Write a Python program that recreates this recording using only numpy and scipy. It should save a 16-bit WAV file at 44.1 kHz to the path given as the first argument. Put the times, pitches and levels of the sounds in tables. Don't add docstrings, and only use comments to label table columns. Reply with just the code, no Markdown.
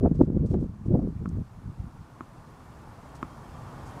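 import sys
import numpy as np
from scipy import signal
from scipy.io import wavfile

SR = 44100
rng = np.random.default_rng(int(sys.argv[2]) if len(sys.argv) > 2 else 0)


def log_audio(samples):
    frames = np.atleast_2d(samples).T
    limited = np.clip(frames, -1, 1)
    pcm = np.round(limited * 32767).astype(np.int16)
    wavfile.write(sys.argv[1], SR, pcm)


N = 176400


def from_db(db):
    return 10 ** (np.asarray(db) / 20)


def rms_one(x):
    return x / np.sqrt(np.mean(x ** 2) + 1e-20)


def seconds():
    return np.arange(N) / SR


def in_time(rows):
    s, *columns = np.transpose(rows)
    return [np.interp(seconds(), s, column) for column in columns]


def drift(rate_hz):
    step = 40
    pole = np.exp(-2 * np.pi * rate_hz * step / SR)
    noise = rng.standard_normal(N // step + 2002)
    slow = signal.lfilter([1], [1, -2 * pole, pole * pole], noise)[2000:]
    return np.interp(np.arange(N) / step, np.arange(len(slow)), rms_one(slow))


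def passed(x, hz, kind, order=2):
    sos = signal.butter(order, np.clip(hz, 10, SR / 2 - 1), kind, fs=SR, output="sos")
    return signal.sosfilt(sos, x + 1e-18)


def band_noise(low_hz, high_hz, order=2):
    noise = rng.standard_normal(N + SR // 2)
    return rms_one(passed(noise, [low_hz, high_hz], "band", order=order)[-N:])


def noise_bands(colour, count):
    hz, db = np.transpose(colour)
    edges = np.geomspace(hz[0], hz[-1], count + 1)
    centres = np.sqrt(edges[1:] * edges[:-1])
    gains = from_db(np.interp(np.log(centres), np.log(hz), db)) * np.sqrt(np.diff(edges))
    gains = gains / np.linalg.norm(gains)
    return [(centres[k], gains[k] * band_noise(edges[k], edges[k + 1], order=4)) for k in range(count)]


# time in seconds, level in dB.
WIND_STRENGTH = [(0, -28), (.025, -23), (.04, -16.5), (.068, -17), (.09, -27), (.17, -29), (.21, -20),
                 (.25, -29), (.285, -26), (.335, -28), (.375, -25), (.415, -30), (.45, -26), (.48, -33),
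                 (.52, -26), (.55, -26), (.605, -27), (.635, -24), (.70, -37), (.78, -45), (.86, -30),
                 (.91, -26), (.952, -23), (.98, -27), (1.08, -26), (1.17, -39), (1.22, -28), (1.31, -32),
                 (1.40, -29), (1.49, -51), (1.57, -48), (1.67, -36), (1.76, -47), (1.81, -43), (1.87, -42),
                 (1.92, -50), (1.98, -42), (2.07, -58), (2.3, -70)]
# frequency in Hz, relative density in dB per Hz.
WIND_SPECTRUM = [(25, -5.5), (60, 5), (130, 4), (200, 3), (280, -2), (390, -4), (510, -14.5), (640, -20.5),
                 (850, -40.5), (1300, -61.5), (2000, -66)]
WIND_REFERENCE_DB, BRIGHTEN_FROM_HZ, BRIGHTEN_PER_OCTAVE = -21.5, 174, 1
WIND_FLUTTER_DB, WIND_FLUTTER_HZ, WIND_PATCHY_DB = 4.3, 45, 2


def wind():
    strength_db, = in_time(WIND_STRENGTH)
    strength_db = strength_db + WIND_FLUTTER_DB * np.tanh(drift(WIND_FLUTTER_HZ))
    out = np.zeros(N)
    for hz, band in noise_bands(WIND_SPECTRUM, count=16):
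        octaves_up = max(np.log2(hz / BRIGHTEN_FROM_HZ), 0)
        brighter_db = BRIGHTEN_PER_OCTAVE * octaves_up * (strength_db - WIND_REFERENCE_DB)
        patchy_db = WIND_PATCHY_DB * drift(60)
        out += band * from_db(strength_db + brighter_db + patchy_db)
    return out


# time in seconds, distant rush in dB, hiss in dB.
BACKGROUND_LEVELS = [(0, -55.5, -74.5), (.35, -55.5, -77.5), (1.1, -54, -73.5), (2.2, -49.5, -70),
                     (3.0, -46, -67.5), (3.5, -44.5, -65.5), (4.0, -41, -63.5)]
# frequency in Hz, relative density in dB per Hz.
RUSH_COLOUR = [(15, -39), (25, -5.5), (65, -1.5), (119, 1), (152, -0.5), (198, -9), (233, -6), (403, -14.5),
               (606, -16), (773, -13), (1030, -11.5), (2010, -27.5), (3200, -34.5), (4160, -71),
               (7040, -120)]
# frequency in Hz, relative density in dB per Hz.
HISS_COLOUR = [(2000, -17.5), (3400, -1), (4700, 0), (9040, -4.5), (12000, -9), (15500, -15.5)]
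# centre frequency in Hz, level relative to the hiss in dB.
WHINE_TONES = [(3200, -19.5), (6402, -32), (11793, -35.5)]
RUSH_PATCHY_DB, HISS_PATCHY_DB, WHINE_WAVER_HZ = 1, .5, .78
SWELL_END_DB, SWELL_DB_PER_S, SWELL_LOW_HZ, SWELL_HIGH_HZ = -52, 9.5, 432, 1110


def background():
    rush_db, hiss_db = in_time(BACKGROUND_LEVELS)
    rush = sum(band * from_db(RUSH_PATCHY_DB * drift(19)) for _, band in noise_bands(RUSH_COLOUR, count=28))
    hiss = sum(band * from_db(HISS_PATCHY_DB * drift(8.2)) for _, band in noise_bands(HISS_COLOUR, count=16))
    whines = np.zeros(N)
    for hz, db in WHINE_TONES:
        phase = 2 * np.pi * np.cumsum(hz + WHINE_WAVER_HZ * drift(32)) / SR
        whines += from_db(db) * rms_one(np.sin(phase))
    swell_db = SWELL_END_DB + SWELL_DB_PER_S * (seconds() - N / SR)
    swell = from_db(swell_db) * band_noise(SWELL_LOW_HZ, SWELL_HIGH_HZ, order=3)
    return from_db(rush_db) * rush + from_db(hiss_db) * (hiss + whines) + swell


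def puff(turns, width):
    return np.cos(2 * np.pi * turns) / np.cosh(np.clip(turns / width, -20, 20))


# centre in seconds, level of the slow swing in dB, its period in seconds,
# level of the sharp core relative to the swing in dB.
EDDY_SLAPS = [(.0375, -16, .004, -20), (.0457, -14, .0036, -19), (.0607, -15, .003, -9),
              (.0735, -15, .003, -20), (.1153, -11.5, .0044, -20), (.2143, -3.7, .0034, -11.5),
              (.237, -18, .0045, -32), (.2775, -18, .005, -25), (.3025, -16.5, .0038, -21),
              (.3728, -14, .0048, -17), (.431, -19, .005, -32), (.520, -17.5, .0045, -22),
              (.5445, -22, .0025, -10), (.553, -17, .0042, -22), (.572, -20, .0042, -22),
              (.628, -16, .004, -20), (.915, -15, .007, -30), (.943, -14, .0065, -16),
              (.9575, -13, .0055, -20), (.996, -16.5, .004, -19), (1.0415, -21, .004, -24),
              (1.075, -22, .003, -22), (1.279, -22, .005, -26), (1.661, -27, .008, -30),
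              (1.803, -23, .011, -30), (1.844, -28, .0065, -30)]
EDDY_WIDTH_PERIODS, CORE_WIDTH_PERIODS, EDDY_CORE_FASTER = .36, .21, 2.1


def eddies():
    out = np.zeros(N)
    for s, db, period, core_db in EDDY_SLAPS:
        turns = (seconds() - s) / period
        swing = puff(turns, EDDY_WIDTH_PERIODS)
        core = puff(turns * EDDY_CORE_FASTER, CORE_WIDTH_PERIODS)
        out -= from_db(db) * (swing + from_db(core_db) * core)
    return out


# centre in seconds, half length in seconds, level in dB.
ROUGH_BURSTS = [(.063, .009, -22.5), (.217, .004, -25), (.546, .006, -31), (.952, .011, -31),
                (.997, .005, -35)]
BURST_LOW_HZ, BURST_HIGH_HZ = 330, 770


def bursts():
    level = sum(from_db(db) * np.exp(-((seconds() - s) / half) ** 2) for s, half, db in ROUGH_BURSTS)
    return level * band_noise(BURST_LOW_HZ, BURST_HIGH_HZ, order=4)


def crunch(s, db, t60, low_hz, high_hz):
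    since = seconds() - s
    decay = np.exp(-np.log(1000) * np.clip(since / t60, 0, 10))
    return from_db(db) * (since >= 0) * decay * band_noise(low_hz, high_hz)


# start in seconds, length in seconds, level in dB, low edge in Hz.
SHOE_SCUFFS = [(0.143, 0.042, -67, 1550), (0.179, 0.088, -67, 1470), (0.465, 0.036, -69, 3750),
               (0.49, 0.077, -65.5, 2000), (0.59, 0.094, -72.5, 2010), (0.854, 0.033, -71.5, 1800),
               (3.149, 0.031, -58.5, 4800), (3.853, 0.064, -63.5, 4500)]
# start in seconds, level in dB, t60 in seconds, low edge in Hz, high edge in Hz.
STONE_CRACKS = [(.4605, -59, .06, 3700, 8500), (.5402, -51, .012, 1200, 5000),
                (1.2895, -53, .022, 5400, 8500)]
SCUFF_TOP_HZ, SCUFF_ATTACK_SHARE, GRAINS_PER_S, GRAIN_SPREAD_DB = 8150, .2, 2600, 2


def shoes():
    hits = rng.random(N) < GRAINS_PER_S / SR
    grains = hits * rng.standard_normal(N)
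    grains = grains * from_db(GRAIN_SPREAD_DB * np.minimum(rng.exponential(1, N), 4))
    out = np.zeros(N)
    for s, length, db, low_hz in SHOE_SCUFFS:
        stroke = np.interp(seconds(), [s, s + SCUFF_ATTACK_SHARE * length, s + length], [0, 1, 0])
        scrape = passed(passed(grains, low_hz, "high", order=3), SCUFF_TOP_HZ, "low", order=3)
        out += from_db(db) * np.sqrt(stroke) * rms_one(scrape)
    return out + sum(crunch(*row) for row in STONE_CRACKS)


RUSTLE_S, RUSTLE_HALF_LENGTH_S, RUSTLE_DB, RUSTLE_LOW_HZ, RUSTLE_HIGH_HZ = 1.18, .03, -69, 1850, 2400


def sleeve():
    swing = np.exp(-((seconds() - RUSTLE_S) / RUSTLE_HALF_LENGTH_S) ** 2)
    return from_db(RUSTLE_DB) * swing * band_noise(RUSTLE_LOW_HZ, RUSTLE_HIGH_HZ)


# time in seconds, strike level in dB, brightness of the contact in Hz, pitch ratio of the ring.
BALL_BOUNCES = [(1.2581, -31, 2200, 1.03), (2.2078, -28.7, 2100, 1), (3.2286, -22.5, 3000, 1)]
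# frequency at pitch ratio 1 in Hz, relative level in dB, t60 in seconds.
BALL_RING = [(147, -11, .08), (250, -4.5, .04), (320, -3.5, .034), (680, -12, .02), (1100, -2.5, .022),
             (1260, -2.5, .022), (2130, -16, .0074), (3000, -23, .0046)]
BALL_LOW_CUT_HZ = 133
GRIT_DB, GRIT_T60_S, GRIT_LOW_HZ, GRIT_HIGH_HZ = -27.5, .0052, 4800, 7200
ECHO_S, ECHO_DB = .0195, -22


def ball():
    t, out = seconds(), np.zeros(N)
    for s, db, contact_hz, pitch in BALL_BOUNCES:
        click = from_db(db) * (np.arange(N) == int(s * SR))
        push = passed(passed(click, BALL_LOW_CUT_HZ, "high"), contact_hz, "low", order=3)
        for hz, mode_db, t60 in BALL_RING:
            pole = np.exp(-np.log(1000) / (t60 * SR))
            turn = 2 * np.pi * hz * pitch / SR
            ring = signal.lfilter([0, np.sin(turn)], [1, -2 * pole * np.cos(turn), pole * pole], push)
            out -= from_db(mode_db) * ring
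        out += crunch(s, db + GRIT_DB, GRIT_T60_S, GRIT_LOW_HZ, GRIT_HIGH_HZ)
    echo = np.interp(t - ECHO_S, t, out)
    return out + from_db(ECHO_DB) * echo


INSECT_FROM_S, INSECT_HZ, INSECT_WAVER_HZ = 3.04, 3200, 18
INSECT_START_DB, INSECT_DB_PER_S, CHIRPS_PER_S = -74.5, 4.5, 8.6


def insect():
    since = seconds() - INSECT_FROM_S
    chirps = (since > 0) * np.sin(np.pi * CHIRPS_PER_S * since) ** 4
    phase = 2 * np.pi * np.cumsum(INSECT_HZ + INSECT_WAVER_HZ * drift(56)) / SR
    tone = rms_one(np.sin(phase))
    return from_db(INSECT_START_DB + INSECT_DB_PER_S * since) * chirps * tone


def scene():
    return (ball() + wind() + eddies() + bursts() + shoes() + sleeve() + insect() + background())[None]


CUTOFF_HZ = 15700


def record(dry):
    steep = signal.ellip(10, .1, 70, CUTOFF_HZ, fs=SR, output="sos")
    return signal.sosfilt(steep, dry)


dry = scene()
out = record(dry)
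log_audio(out)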